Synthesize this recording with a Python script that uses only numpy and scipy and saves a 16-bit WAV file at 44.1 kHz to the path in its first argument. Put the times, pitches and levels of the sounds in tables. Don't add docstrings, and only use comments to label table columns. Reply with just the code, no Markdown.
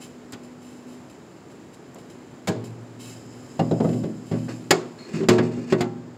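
import sys
import numpy as np
from scipy import signal
from scipy.fft import rfft, irfft
from scipy.io import wavfile
from scipy.ndimage import uniform_filter1d

SR = 44100
rng = np.random.default_rng(int(sys.argv[2]) if len(sys.argv) > 2 else 0)


def inscribe(sig):
    pcm = np.round(np.clip(np.atleast_2d(sig).T, -1, 1) * 32767)
    wavfile.write(sys.argv[1], SR, pcm.astype(np.int16))


N = 272097
TIME = np.arange(N) / SR
RING_TIME, BLOW_TIME = TIME[:int(1.6 * SR)], TIME[:int(.45 * SR)]

# time_s, level_db
HUM_LEVEL = [(0, -47.5), (.95, -43.5), (1.25, -63), (2.0, -50), (3.3, -47.5), (4.9, -56)]
# frequency_hz, gain_db
FAN_COLOUR = [(25, 3.5), (55, 2.5), (85, -4), (125, 0.5), (220, -1), (340, 2), (550, -7), (900, -12),
              (1800, -18.5), (3500, -28), (7000, -30.5), (10000, -39), (15000, -43)]
# start_s, length_s, level_db
SLEEVE_STROKES = [(0, 0.047, -47.5), (0.61, 0.12, -60), (0.864, 0.071, -60.5), (1.497, 0.023, -62),
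                  (1.727, 0.017, -52), (2.987, 0.11, -46.5), (3.316, 0.47, -63.5), (3.816, 0.15, -56),
                  (4.25, 0.28, -59)]
# frequency_hz, gain_db
SLEEVE_COLOUR = [(200, -25), (1000, -7), (2500, 6.5), (4000, 5), (5100, 4), (7500, 7), (10000, 1),
                 (15000, -5.5)]
# start_s, level_db
HAND_TICKS = [(.434, -54), (1.098, -56), (1.985, -54), (2.099, -51.5), (2.641, -44)]
# start_s, level_db
EDGE_SNAPS = [(.3222, -36), (1.945, -44), (2.472, -40), (4.7077, -17.5), (5.2878, -35)]
# start_s, thud_db, thud_top_hz, crack_db, crack_top_hz, crack_fall_db_per_octave,
# tail_db, flap_ring_db, back_ring_db, damping_db_per_s
CABINET_BLOWS = [(.323, -49, 350, -47.5, 10000, 10, -1, -69, -68, 40),
                 (.331, -37.5, 480, -44.5, 4000, 3, -4, -58, -53, 40),
                 (1.956, -42, 950, -53, 1500, 3, 0, -57, -68, 30),
                 (2.473, -27.5, 900, -29.5, 4030, 3, 2.5, -64, -67, 20),
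                 (2.484, -30.5, 720, -36.5, 4500, -3, 1, -38.5, -42.5, -2),
                 (3.593, -18, 695, -32.5, 2000, 6, -1, -27, -45, 0),
                 (3.711, -18, 650, -43.5, 3000, 5, -4, -30, -45, 30),
                 (3.802, -17, 670, -41, 2200, 6.5, -11, -33.5, -58, 19),
                 (3.845, -19, 600, -42.5, 2010, 12, -11.5, -27.5, -51, 10),
                 (3.887, -28, 456, -45.5, 2000, 6, -9, -55, -61, 18),
                 (3.929, -27, 452, -49, 3520, 4, -4, -32, -50, 0),
                 (4.036, -25.5, 527, -47, 3000, 8, 0, -32, -53, 19),
                 (4.314, -23, 480, -39, 1614, 6.5, -1, -26.5, -47, 11),
                 (4.337, -30.5, 458, -43, 1600, 14, -4, -57, -55, 18),
                 (4.482, -34.5, 400, -40, 2015, 26, 3, -41.5, -53, 11),
                 (4.707, -33, 695, -15, 9600, 1.5, -2, -38, -28.5, 47),
                 (5.143, -27, 300, -41.5, 2500, 18, -3, -40, -55, 29),
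                 (5.206, -35, 350, -42.5, 2500, 12, -7, -53, -36, 41),
                 (5.232, -28, 400, -41.5, 2500, 8, -7, -52, -47, 40),
                 (5.286, -18, 440, -18, 4600, 5, -1, -38, -16, 19),
                 (5.3825, -20.5, 504, -26, 1800, 8.5, -3.5, -30, -49, 27),
                 (5.575, -28, 402, -55, 1800, 11, -4, -49, -41, 46),
                 (5.7233, -20, 487, -26.5, 2420, 7.5, -11, -30, -25, 48),
                 (5.807, -21, 320, -28.5, 2600, 3.5, -4, -34, -38, 14)]
# frequency_hz, base_t60_s, tail_t60_s, tail_db
KNOCK_DECAY = [(100, 0.14, 1, -10.5), (350, 0.093, 0.65, -3.5), (790, 0.17, 0.52, -7),
               (2000, 0.11, 0.55, -18.5), (7000, 0.044, 0.33, -15), (10860, 0.055, 0.14, -16)]
# pitch_hz, level_db, t60_s
JUG_SHELL = [(128, -7, 0.15), (170.8, 1.5, 0.21), (227.7, 1.5, 0.13), (315.8, -1.5, 0.19),
             (388.3, -0.5, 0.17), (471.5, -1.5, 0.066), (544.3, -4.5, 0.15), (649.6, 4, 0.071),
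             (697, -7.5, 0.28), (775, -14, 0.16), (880, -20, 0.1), (1113, -10, 0.13), (1254, -11.5, 0.19),
             (1495, -4.5, 0.17), (1890, -7, 0.15), (2184, -10, 0.17), (2960, -8, 0.1), (4820, -4.5, 0.069)]
# pitch_hz, level_db, t60_s
FLAP_AND_SIDES = [(117.97, 0, 1.7), (164.35, 1, 1.62), (197, -5, 0.2), (215.9, 2, 0.81), (249.2, 1, 1.34),
                  (316, -5.5, 1.13), (357, -15, 0.73), (470, -32, 0.33), (549, -7.5, 0.56), (627, -5, 0.32),
                  (688, -15, 0.22), (759, -9, 0.29), (1140, -13.5, 0.42), (2030, -8.5, 0.36),
                  (2860, -16, 0.16)]
# pitch_hz, level_db, t60_s
BACK_WALL = [(120.7, -13, 3.3), (208.4, 1.5, 0.47), (242, -6, 3), (242.3, -12, 1.7), (327, -2, 0.18),
             (360.2, 6, 0.85), (385.6, -2, 0.42), (422.5, -6.5, 0.75), (449, -4, 0.95), (627, -9, 0.88),
             (801, -16.5, 0.97), (928, -15.5, 0.86), (1016, -26, 0.27), (1120, -15.5, 0.44),
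             (1347, -20.5, 0.65), (1490, -24, 0.3), (1670, -15, 0.18), (1890, -12.5, 0.16),
             (2210, -26, .35)]
# pitch_hz, level_db, t60_s
STEEL_DOOR = [(108, -13, 1.2), (116.7, -14, 3.9), (180.4, 5.5, 0.14), (320, -2.5, 0.29), (414, -8, 0.62),
              (464, -8, 0.44), (547, -16, 0.15), (631, -6, 0.25), (752, -22, 0.13), (1045, -14, 0.17),
              (1460, -22, .3), (1590, -18, 0.18), (1670, -12.5, 0.13), (2350, -26, 0.23)]
# time_s, level_db
HISS_LEVEL = [(3.0, -97), (3.11, -60), (3.4, -65.5), (3.95, -62), (4.19, -71), (4.33, -68), (4.6, -66.5),
              (5.2, -71), (5.6, -74), (5.95, -80)]
# start_s, pitch_hz, level_db, t60_s
STRUCK_SPOTS = [(3.597, 2820, -32, 0.075), (3.594, 770, -14.5, 0.076), (3.594, 224, -19, 0.11),
                (3.595, 1190, -33, 0.11), (3.713, 3890, -37.5, 0.036), (3.712, 477, -22, 0.1),
                (3.712, 548, -22.5, .19), (3.803, 393, -21, 0.15), (3.803, 668, -25, .065),
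                (3.846, 543, -20, 0.056), (3.846, 169, -16, 0.16), (3.848, 1270, -34.5, .1),
                (3.86, 247.8, -20, .4), (3.93, 246.5, -24, 0.27), (4.037, 369, -26.5, 0.14),
                (5.204, 383.2, -18, 0.27), (5.204, 305, -25.5, 0.39), (5.287, 116, -15.5, 0.48),
                (5.288, 690, -24, .25), (5.288, 1044, -29.5, .3), (5.383, 1120, -24.5, 0.14),
                (5.386, 1670, -24, 0.076), (5.384, 624, -28, 0.31), (5.724, 385.3, -9, 0.11),
                (5.724, 545, -24.5, .3), (5.725, 930, -37, .16), (5.725, 1102, -30.5, .14),
                (5.724, 1900, -28, 0.13), (5.807, 357, -19.5, 0.14), (5.807, 706, -21.5, 0.15),
                (5.807, 799, -36.5, 0.54), (5.807, 877, -31, 0.18), (5.806, 1350, -42, 0.44),
                (5.806, 1486, -30, 0.16), (5.807, 2072, -28.5, 0.091)]
# start_s, length_s, scrape_db, groan_db
JUG_SHOVES = [(4.32, 0.073, -44.5, -40), (4.482, 0.034, -34.5, -37), (4.596, 0.049, -51, -46),
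              (4.977, 0.11, -43, -49), (5.083, 0.071, -44.5, -35), (5.129, 0.061, -33.5, -24),
              (5.197, 0.022, -48, -26), (5.301, 0.034, -25.5, -27), (5.422, 0.039, -36.5, -25.5),
              (5.51, 0.14, -42, -35), (5.67, 0.037, -39.5, -38), (5.698, 0.016, -33.5, -40),
              (5.774, 0.049, -39.5, -41)]
# frequency_hz, gain_db
RUB_COLOUR = [(50, -10), (110, -30), (230, -0.5), (390, 5), (550, -9), (1000, -15.5), (1900, -7.5),
              (3000, -18.5), (4500, -18.5), (8000, -23.5), (15000, -39)]
# pitch_hz, level_db, t60_s
FLAP_LIP = [(167.5, -13.5, 0.52), (348.5, 1.5, 0.22), (385, 1, 0.23), (426, -5.5, 0.28), (528, -5, 0.11),
            (741, -8, 0.19), (825, -2.5, .11), (1320, 0.5, 0.064), (1420, -1.5, 0.084), (1714, -4.5, 0.082),
            (1900, -1.5, 0.062), (2210, -7, 0.13), (3315, -9, 0.062), (4120, -16, .09), (4700, -12, .12),
            (5250, -11, 0.085), (6900, -4, 0.052)]
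# start_s, length_s, pitch_hz, level_db
JUG_SQUEAKS = [(4.983, 0.076, 4270, -53.5), (4.985, 0.05, 2225, -60), (4.98, 0.05, 3900, -58),
               (5.03, .07, 2000, -61)]
# frequency_hz, gain_db
MIC_PORT = [(4000, 0), (5100, 2), (5600, -3), (6300, -1), (7200, 5.5), (7650, 4), (8150, -3.5), (10500, -6),
            (14000, -4)]


def undb(db):
    return np.exp(np.asarray(db) * (np.log(10) / 20))


def unit(x):
    return x / np.sqrt(np.mean(x ** 2))


def level_curve(table):
    return np.interp(TIME, *np.transpose(table))


def at_pitch(hz, table):
    points, *columns = np.transpose(table)
    return [np.interp(np.log(hz + 1), np.log(points), column) for column in columns]


def colour(x, table, size=4096):
    gain_db = at_pitch(np.fft.rfftfreq(size, 1 / SR), table)[0]
    cepstrum = irfft(np.log(undb(gain_db)))
    cepstrum[1:size // 2] *= 2
    cepstrum[size // 2 + 1:] = 0
    return signal.fftconvolve(x, irfft(np.exp(rfft(cepstrum))))[:len(x)]


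def band_noise(low_hz, high_hz, count):
    sos = signal.butter(3, [low_hz, min(high_hz, .45 * SR)], "band", fs=SR, output="sos")
    return unit(signal.sosfilt(sos, rng.standard_normal(count)))


def walk(rate_hz):
    hold = int(SR / rate_hz)
    steps = np.repeat(rng.standard_normal(N // hold + 1), hold)
    return unit(uniform_filter1d(uniform_filter1d(steps, hold), hold)[:N])


def add(track, start_s, sound):
    start = int(start_s * SR)
    track[start:start + len(sound)] += sound[:N - start]


def stroke(start_s, length_s, attack_s=0.009, release_s=0.03):
    since = TIME - start_s
    return np.clip(since / attack_s, 0, 1) * np.exp(-np.clip((since - length_s) / release_s, 0, 20))


def slips(per_s, spread_db, t60_s):
    releases = rng.random(N) < per_s / SR
    strength = undb(spread_db * np.clip(rng.standard_normal(N), -2, 2))
    burst = rng.standard_normal(len(BLOW_TIME)) * undb(-60 * BLOW_TIME / t60_s)
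    return signal.fftconvolve(releases * strength, burst)[:N]


def ring(modes, rise_s=0.002):
    t = RING_TIME
    waves = sum(undb(db - 60 * t / t60) * np.sin(2 * np.pi * hz * t) for hz, db, t60 in modes)
    return waves * (1 - np.exp(-t / rise_s))


def plateau(hz, low_hz, top_hz, fall_db):
    below = (low_hz / hz) ** 4
    above = undb(fall_db * np.log2(hz / top_hz)) ** 2
    return 1 / np.sqrt((1 + below) * (1 + above))


def drive(hz):
    _, thud_db, thud_hz, crack_db, crack_hz, crack_fall_db = np.transpose(CABINET_BLOWS)[:6]
    thud = undb(thud_db) * plateau(hz, low_hz=132, top_hz=thud_hz, fall_db=26)
    crack = undb(crack_db) * plateau(hz, low_hz=380, top_hz=crack_hz, fall_db=crack_fall_db)
    return np.hypot(thud, crack)[:, None]


def machine(hum_hz=247, wander_hz=2.32, waver=0.089, fan_db=-43.5, follow=0.062):
    hum_db = level_curve(HUM_LEVEL)
    rumble_db = fan_db + follow * (hum_db - hum_db.mean()) + 0.5 * walk(5.38)
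    rumble = unit(colour(rng.standard_normal(N), FAN_COLOUR))
    flutter = 1 + waver * walk(21)
    phase = 2 * np.pi * np.cumsum(hum_hz + wander_hz * walk(19)) / SR
    return undb(rumble_db) * rumble + undb(hum_db) * unit(flutter * np.sin(phase))


def handling(rustle_db=-65.5, rest_s=5.4, attack_s=0.02, tick_t60_s=0.15):
    touch = undb(rustle_db) * stroke(0, rest_s, attack_s, release_s=0.02)
    for start_s, length_s, db in SLEEVE_STROKES:
        touch += undb(db) * stroke(start_s, length_s, attack_s, release_s=0.55 * length_s)
    for start_s, db in HAND_TICKS:
        add(touch, start_s, undb(db - 60 * BLOW_TIME / tick_t60_s))
    friction = slips(per_s=3000, spread_db=0, t60_s=0.017)
    return touch * unit(colour(friction, SLEEVE_COLOUR))


def snaps(band_hz=(6000, 14000), t60_s=0.026):
    out = np.zeros(N)
    for start_s, db in EDGE_SNAPS:
        add(out, start_s, undb(db - 60 * BLOW_TIME / t60_s) * band_noise(*band_hz, len(BLOW_TIME)))
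    return out


def knocks(chatter_s=0.0069, treble_hz=10000):
    out, t = np.zeros(N), BLOW_TIME
    blows = np.array(CABINET_BLOWS)
    starts_s, thud_top_hz, blow_tail_db = blows[:, 0], blows[:, 2:3], blows[:, 6:7]
    stretch = 0.83 * 1.6 ** np.log2(500 / thud_top_hz)
    free_s = np.maximum(t - chatter_s, 0)
    sounds = 0
    for hz in 125 * 2 ** (np.arange(22) / 3):
        noise = band_noise(hz / 2 ** (1 / 6), hz * 2 ** (1 / 6), N + len(t))
        base_t60, tail_t60, tail_db = at_pitch(hz, KNOCK_DECAY)
        rise = 1 - np.exp(-t / (.0003 + .25 / hz))
        decay = undb(-60 * free_s / (base_t60 * stretch))
        tail = undb(tail_db + blow_tail_db - 60 * free_s / tail_t60)
        waves = np.array([noise[int(s * SR):][:len(t)] for s in starts_s]) * rise * (decay + tail)
        onset_rms = np.std(waves[:, :int(.03 * SR)], axis=1, keepdims=True)
        crowding = undb(np.interp(hz, [300, 3500], [-13, -10]))
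        softness = np.sqrt(1 + (hz / treble_hz) ** 4)
        sounds += waves / onset_rms * drive(hz) * crowding / softness
    for start_s, sound in zip(starts_s, sounds):
        add(out, start_s, sound)
    return out


def jug(shell_db=-4, spread_db=2, detune=0.006, rise_s=0.0007):
    out, t = np.zeros(N), BLOW_TIME[:len(BLOW_TIME) // 2]
    hz, db, t60 = np.transpose(JUG_SHELL)
    envelopes = undb(db[:, None] - 60 * t / t60[:, None]) * (1 - np.exp(-t / rise_s))
    gains = np.hstack([drive(mode_hz) for mode_hz in hz])
    for (start_s, *_), gain in zip(CABINET_BLOWS, gains):
        weight, bend = rng.standard_normal((2, len(hz)))
        waves = np.sin(2 * np.pi * np.outer(hz * (1 + detune * bend), t))
        levels = gain * undb(shell_db + spread_db * weight)
        add(out, start_s, levels @ (waves * envelopes))
    return out


def panels(soft_hz=700, hard_hz=4000):
    out = np.zeros(N)
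    flap, back = ring(FLAP_AND_SIDES), ring(BACK_WALL)
    for start_s, thud_db, _, crack_db, *_, flap_db, back_db, damping in CABINET_BLOWS:
        steel = undb(flap_db) * flap + undb(back_db) * back
        damped = steel * undb(-max(damping, 0) * RING_TIME)
        corner_hz = min(soft_hz + hard_hz * undb(crack_db - thud_db) ** 2, SR / 4)
        add(out, start_s, signal.sosfilt(signal.butter(2, corner_hz, fs=SR, output="sos"), damped))
    return out


def door_clunk(start_s=2.483, level_db=-20.5):
    out = np.zeros(N)
    add(out, start_s, undb(level_db) * ring(STEEL_DOOR))
    return out


def hiss(low_band_hz=(4800, 5400), high_band_hz=(6400, 8000), flutter_db=2):
    bands = band_noise(*low_band_hz, N) + band_noise(*high_band_hz, N)
    return bands * undb(level_curve(HISS_LEVEL) + flutter_db * walk(60))


def spot_notes(rise_cycles=0.66):
    out, t = np.zeros(N), RING_TIME
    for start_s, hz, db, t60 in STRUCK_SPOTS:
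        envelope = undb(db - 60 * t / t60) * (1 - np.exp(-t * hz / rise_cycles))
        add(out, start_s, envelope * np.sin(2 * np.pi * hz * t))
    return out


def sliding(groan_top_hz=490, damping_db_per_s=68, shell_db=8):
    rub = slips(per_s=4000, spread_db=3, t60_s=.022)
    walls = ring([mode for mode in FLAP_AND_SIDES + BACK_WALL if mode[0] < groan_top_hz])
    walls *= undb(-damping_db_per_s * RING_TIME)
    shell = ring([mode for mode in JUG_SHELL if mode[0] < groan_top_hz])
    body = walls + undb(shell_db) * shell
    scrape, push = 0, 0
    for start_s, length_s, scrape_db, groan_db in JUG_SHOVES:
        envelope = stroke(start_s, length_s)
        scrape += undb(scrape_db) * envelope
        push += undb(groan_db) * envelope
    catches = unit(slips(per_s=400, spread_db=2, t60_s=.0005))
    groan = signal.fftconvolve(push * catches, body / np.linalg.norm(body))[:N]
    return scrape * unit(colour(rub, RUB_COLOUR)) + groan


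def flap_clap(start_s=4.707, level_db=-14):
    out = np.zeros(N)
    add(out, start_s, undb(level_db) * ring(FLAP_LIP))
    return out


def squeaks(width_hz=130):
    out = np.zeros(N)
    for start_s, length_s, hz, db in JUG_SQUEAKS:
        chirp = band_noise(hz - width_hz / 2, hz + width_hz / 2, N)
        out += undb(db) * chirp * stroke(start_s, length_s)
    return out


def scene():
    blows = knocks() + jug() + spot_notes() + panels() + door_clunk() + flap_clap() + snaps()
    return (blows + sliding() + squeaks() + handling() + hiss() + machine())[None]


def record(dry, low_cut_hz=95, ceiling=0.85, top_hz=15600):
    low_cut = signal.butter(4, low_cut_hz, "high", fs=SR, output="sos")
    top_cut = signal.ellip(8, .2, 80, top_hz, fs=SR, output="sos")
    heard = signal.sosfilt(low_cut, colour(dry[0], MIC_PORT))
    rounded = heard / (1 + (heard / ceiling) ** 4) ** (1 / 4)
    return signal.sosfilt(top_cut, rounded)[None]


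dry = scene()
out = record(dry)
inscribe(out)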